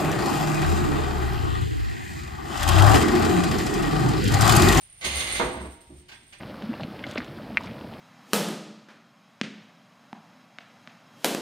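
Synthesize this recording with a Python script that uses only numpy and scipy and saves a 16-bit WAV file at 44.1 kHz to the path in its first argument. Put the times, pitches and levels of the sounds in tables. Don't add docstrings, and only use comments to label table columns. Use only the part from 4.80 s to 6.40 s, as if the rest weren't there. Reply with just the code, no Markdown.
import sys
import numpy as np
from scipy import signal
from scipy.fft import rfft, irfft
from scipy.io import wavfile

SR = 44100
rng = np.random.default_rng(int(sys.argv[2]) if len(sys.argv) > 2 else 0)


def unload_audio(sound):
    columns = np.transpose(np.atleast_2d(sound))
    steps = np.round(np.clip(columns, -1, 1) * 32767)
    wavfile.write(sys.argv[1], SR, steps.astype(np.int16))


N = 70560
TIME = np.arange(N) / SR

# pitch in Hz, level in dB, ring time (T60) in seconds.
FRAME_MODES = [(233.4, -61, 0.31), (309, -55, 0.1), (355.8, -53, 0.52), (501.6, -55.5, 0.27),
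               (651, -51.5, 0.12), (784.5, -50.5, 0.083), (855, -58, 0.35), (934, -68.5, 1)]
FRAME_WAVER_DB = 2.5
BEAD_T60_S, CLINK_SPREAD_DB = 0.017, 4.5


def clutch():
    # time in seconds, level in dB.
    pull = [(.208, -66.5), (.214, -45), (.243, -31.5), (.25, -34.5), (.285, -35), (.385, -34.5),
            (.402, -32.5), (.425, -36), (.595, -34.5), (.64, -44), (.85, -61.5), (.93, -75)]
    # frequency in Hz, gain in dB.
    housing = [(100, 2), (300, -4.5), (700, -1.5), (1600, -1.5), (2800, 3), (4300, 3), (5600, -8),
               (6500, 2.5), (7600, -10.5), (9300, -4), (11000, -14), (15500, -28)]
    # pitch in Hz, level in dB, ring time in seconds.
    modes = [(2075, -26.5, 0.015), (2900, -41, 0.033), (3570, -50.5, 0.11), (4205, -55.5, 0.039)]
    # start in seconds, level in dB.
    snaps = [(.2125, -16), (.2485, -0.5), (.259, -4), (.402, -7)]
    beads_per_s, jitter_s, spread_db = 106, 0.0009, 4
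    loaded_db, gentle_hz = -32, 3500
    starts = np.arange(0, N / SR, 1 / beads_per_s)
    late, strength = rng.standard_normal((len(starts), 2)).T
    teeth = rms_one(clicks(np.c_[starts + jitter_s * late, spread_db * np.tanh(strength)]))
    chatter = from_db(-2) * contacts(per_s=800, spread_db=4)
    level = envelope(pull)
    gain = level / np.std(body(teeth + chatter, housing, modes))
    load = np.clip(level / from_db(loaded_db), 0, 1) ** 2
    teeth, chatter = (gain * (load * x + (1 - load) * soften(x, gentle_hz)) for x in (teeth, chatter))
    return [body(x, housing, modes, waver_db=4) for x in (teeth + clicks(snaps), chatter)]


def beads():
    # time in seconds, level in dB.
    jingle_levels = [(0, -42.5), (.06, -55.5), (.243, -54), (.25, -27.5), (.30, -35.5), (.37, -30.5),
                     (.55, -34), (.62, -36), (.75, -46.5), (.97, -55), (1.07, -59), (1.14, -49.5),
                     (1.24, -60), (1.43, -57), (1.6, -59)]
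    # time in seconds, relative level in dB.
    low_share = [(.22, -10.5), (.4, -8.5), (.58, -2.5), (.66, 2.5), (1.6, 3.5)]
    # start in seconds, level in dB.
    clinks = [(.010, -37), (.033, -30.5), (.099, -33.5), (.127, -32), (.175, -35), (.209, -32),
              (.524, -13.5), (.900, -44)]
    # frequency in Hz, gain in dB.
    bead_colour = [(1000, -8), (6300, -3.5), (7600, -7.5), (8400, 2), (9400, -2.5), (10500, -6),
                   (15000, -10)]
    high_hz, low_hz = 9186, 8510
    low = envelope(low_share)
    shimmer = waver(db=2.5)
    jingle = shimmer * (bead_ring(high_hz) + low * bead_ring(low_hz)) / np.sqrt(1 + low ** 2)
    clear = ring(clicks(clinks), high_hz, BEAD_T60_S)
    return colour(envelope(jingle_levels) * jingle + clear, bead_colour)


def bead_ring(hz, per_s=185, scatter_hz=103):
    pitches = hz + scatter_hz * np.linspace(-1, 1, 5)
    hits = [contacts(per_s / len(pitches), CLINK_SPREAD_DB) for _ in pitches]
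    rings = sum(ring(hit, pitch, BEAD_T60_S) for hit, pitch in zip(hits, pitches))
    ticks = from_db(-0.5) * rms_one(sum(hits))
    return rms_one(rms_one(rings) + ticks)


def thump():
    # start in seconds, level in dB, hardness as a cut-off in Hz.
    hits = [(.5984, 8.5, 3500), (0.6026, 0, 1400), (0.6134, 4, 3050), (0.6208, 4.5, 700),
            (0.639, -1.5, 2000), (.657, 0, 900), (.681, -4, 1200)]
    # frequency in Hz, gain in dB.
    thud = [(50, 2.5), (160, 1.5), (300, 4.5), (750, 4), (1200, 3), (2000, 1), (3000, -15), (6000, -26),
            (15000, -27)]
    knocks = sum(soften(clicks([(start, db)]), hz) for start, db, hz in hits)
    return body(knocks, thud, FRAME_MODES, FRAME_WAVER_DB)


def shudder():
    # time in seconds, level in dB.
    levels = [(.21, -77), (.258, -38), (.32, -52), (.56, -47.5), (.72, -40), (.78, -38), (.865, -39),
              (.90, -48), (1.08, -99), (1.10, -42), (1.17, -54), (1.22, -60), (1.39, -63), (1.415, -60),
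              (1.6, -66)]
    # frequency in Hz, gain in dB.
    roller_colour = [(60, -10), (120, 4), (200, 5.5), (380, -0.5), (600, -4.5), (1100, -2), (1700, -9.5),
                     (4000, -20), (8000, -41)]
    settle_start_s, settle_s, soft_hz = 0.86, 0.026, 410
    hard = contacts(per_s=520, spread_db=0.5)
    soft = signal.sosfilt(signal.butter(2, soft_hz, fs=SR, output="sos"), hard)
    hardness = np.exp(-np.maximum(TIME - settle_start_s, 0) / settle_s)
    knocks = envelope(levels) * (hardness * hard + np.sqrt(1 - hardness ** 2) * soft)
    hard_rms = np.std(body(hard, roller_colour, FRAME_MODES))
    return body(knocks, roller_colour, FRAME_MODES, FRAME_WAVER_DB) / hard_rms


def taps():
    # start in seconds, level in dB, hardness as a cut-off in Hz.
    hits = [(1.285, -23, 18000), (1.290, -13, 2000), (1.317, -7, 1190), (1.331, -22.5, 2200),
            (1.525, -14, 2020), (1.53, -15, 1790)]
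    # frequency in Hz, gain in dB.
    tap_colour = [(150, -20.5), (700, -4), (1100, -4), (1650, 3), (3500, 6.5), (5600, -0.5), (15500, -14.5)]
    scatter_s, followers_db = 0.002, -5.5
    out = 0
    for start, db, hz in hits:
        fade = (TIME > start) * np.exp(-abs(TIME - start) / scatter_s)
        followers = fade * contacts(per_s=2800, spread_db=CLINK_SPREAD_DB)
        followers *= from_db(db + followers_db) / np.linalg.norm(followers)
        out = out + soften(clicks([(start, db)]) + followers, hz)
    return colour(out, tap_colour)


def flutter():
    # crest time in seconds, length in seconds, level in dB, pitch in Hz.
    swells = [(0.334, 0.18, -34.5, 70), (0.588, .32, -40.5, 58.6), (0.833, 0.26, -42, 67.5),
              (1.156, 0.2, -52, 70.3)]
    out = 0
    for crest, length, db, hz in swells:
        swell = np.cos(np.pi * np.clip((TIME - crest) / length, -.5, .5))
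        out = out + from_db(db) * swell * np.sin(2 * np.pi * hz * (TIME - crest))
    return np.sqrt(2) * waver(db=2) * out


def room(x, direct_db, wet_db, pan_db):
    # frequency in Hz, decay time (T60) in seconds.
    room_t60 = [(100, 0.73), (400, 0.82), (3500, 0.77), (14000, 0.16)]
    early_db, early_t60_s = 9.5, 0.15
    wall_delay_s, right_lag_s = 0.002, 0.0002177
    noise = rfft(diffuse_noise())
    hz = np.fft.rfftfreq(N, 1 / SR)
    centres = np.geomspace(100, 15000, 8)
    early = from_db(early_db) * np.exp(-np.log(1000) * TIME / early_t60_s)
    response = 0
    for centre, weights in zip(centres, np.eye(len(centres))):
        band = irfft(noise * at_hz(list(zip(centres, weights)), hz), N)
        tail = np.exp(-np.log(1000) * TIME / at_hz(room_t60, centre))
        fade = (early + tail) * (TIME > wall_delay_s)
        response = response + band * fade / np.linalg.norm(fade)
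    wet = signal.fftconvolve(x[None], response, axes=1)[:, :N]
    direct = np.array([x, np.interp(TIME - right_lag_s, TIME, x)])
    balance = from_db([[pan_db / 2], [-pan_db / 2]])
    return (from_db(direct_db) * direct + from_db(wet_db) * wet) * balance


def room_tone(level_db=-60.5):
    # frequency in Hz, gain in dB.
    air = [(25, 3.5), (65, 6.5), (130, 4), (300, -17.5), (1200, -15.5), (2100, -9.5), (3500, -11),
           (7500, -23.5), (15500, -51)]
    return from_db(level_db) * rms_one(np.array([colour(side, air) for side in diffuse_noise()]))


def diffuse_noise():
    # frequency in Hz, correlation.
    likeness = [(70, 0.99), (450, 0.79), (1200, 0.057), (2500, 0.17), (9000, -0.034)]
    alike = at_hz(likeness, np.fft.rfftfreq(N, 1 / SR))
    mid, side = rfft(rng.standard_normal((2, N)))
    return irfft(np.sqrt((1 + alike) / 2) * mid + np.sqrt((1 - alike) / 2) * side * [[1], [-1]], N)


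def body(x, points, modes, waver_db=0):
    ringing = sum(from_db(db) * waver(waver_db) * ring(x, hz, t60) for hz, db, t60 in modes)
    return colour(x + ringing, points)


def ring(x, hz, t60):
    r = np.exp(-np.log(1000) / (t60 * SR))
    w = 2 * np.pi * hz / SR
    return signal.lfilter([1, -r * np.cos(w)], [1, -2 * r * np.cos(w), r * r], x + 1e-18)


def colour(x, points):
    size = 8192
    gains = from_db(at_hz(points, np.fft.rfftfreq(size, 1 / SR)))
    cepstrum = irfft(np.log(gains))
    cepstrum[1:size // 2] *= 2
    cepstrum[size // 2 + 1:] = 0
    return signal.fftconvolve(x, irfft(np.exp(rfft(cepstrum))))[:N]


def clicks(rows):
    starts, db = np.transpose(rows)
    return np.bincount(np.clip(starts * SR, 0, N).astype(int), from_db(db), N + 1)[:N]


def contacts(per_s, spread_db):
    struck = rng.random(N) < per_s / SR
    strength = from_db(spread_db * np.clip(rng.standard_normal(N), -2, 2))
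    return rms_one(struck * strength * rng.choice([-1, 1], N))


def soften(x, hz):
    r = np.exp(-2 * np.pi * hz / SR)
    return signal.lfilter([1 - r], [1, -r], x + 1e-18)


def waver(db):
    drift = signal.sosfilt(signal.butter(2, 15, fs=SR, output="sos"), rng.standard_normal(N))
    return from_db(db * rms_one(drift))


def envelope(rows):
    times, db = np.transpose(rows)
    return from_db(np.interp(TIME, times, db))


def at_hz(points, hz):
    frequencies, values = np.transpose(points)
    return np.interp(np.log(np.maximum(hz, 1)), np.log(frequencies), values)


def from_db(db):
    return 10 ** (np.asarray(db) / 20)


def rms_one(x):
    return x / np.sqrt(np.mean(x ** 2) + 1e-20)


def scene():
    return (sum(room(part, direct_db=-2.5, wet_db=5.0, pan_db=-3.5) for part in clutch())
            + room(beads(), direct_db=-5, wet_db=-2.5, pan_db=-2.0)
            + room(thump(), direct_db=-1.5, wet_db=6.0, pan_db=-2.0)
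            + room(shudder(), direct_db=-1, wet_db=-5.5, pan_db=-2.0)
            + room(taps(), direct_db=-10.5, wet_db=3, pan_db=-4)
            + flutter() + room_tone())


def record(dry):
    low_cut_hz, high_cut_hz = 28, 15700
    dry = signal.sosfilt(signal.butter(2, low_cut_hz, "high", fs=SR, output="sos"), dry)
    return signal.sosfilt(signal.ellip(12, .1, 80, high_cut_hz, fs=SR, output="sos"), dry)


dry = scene()
out = record(dry)
unload_audio(out)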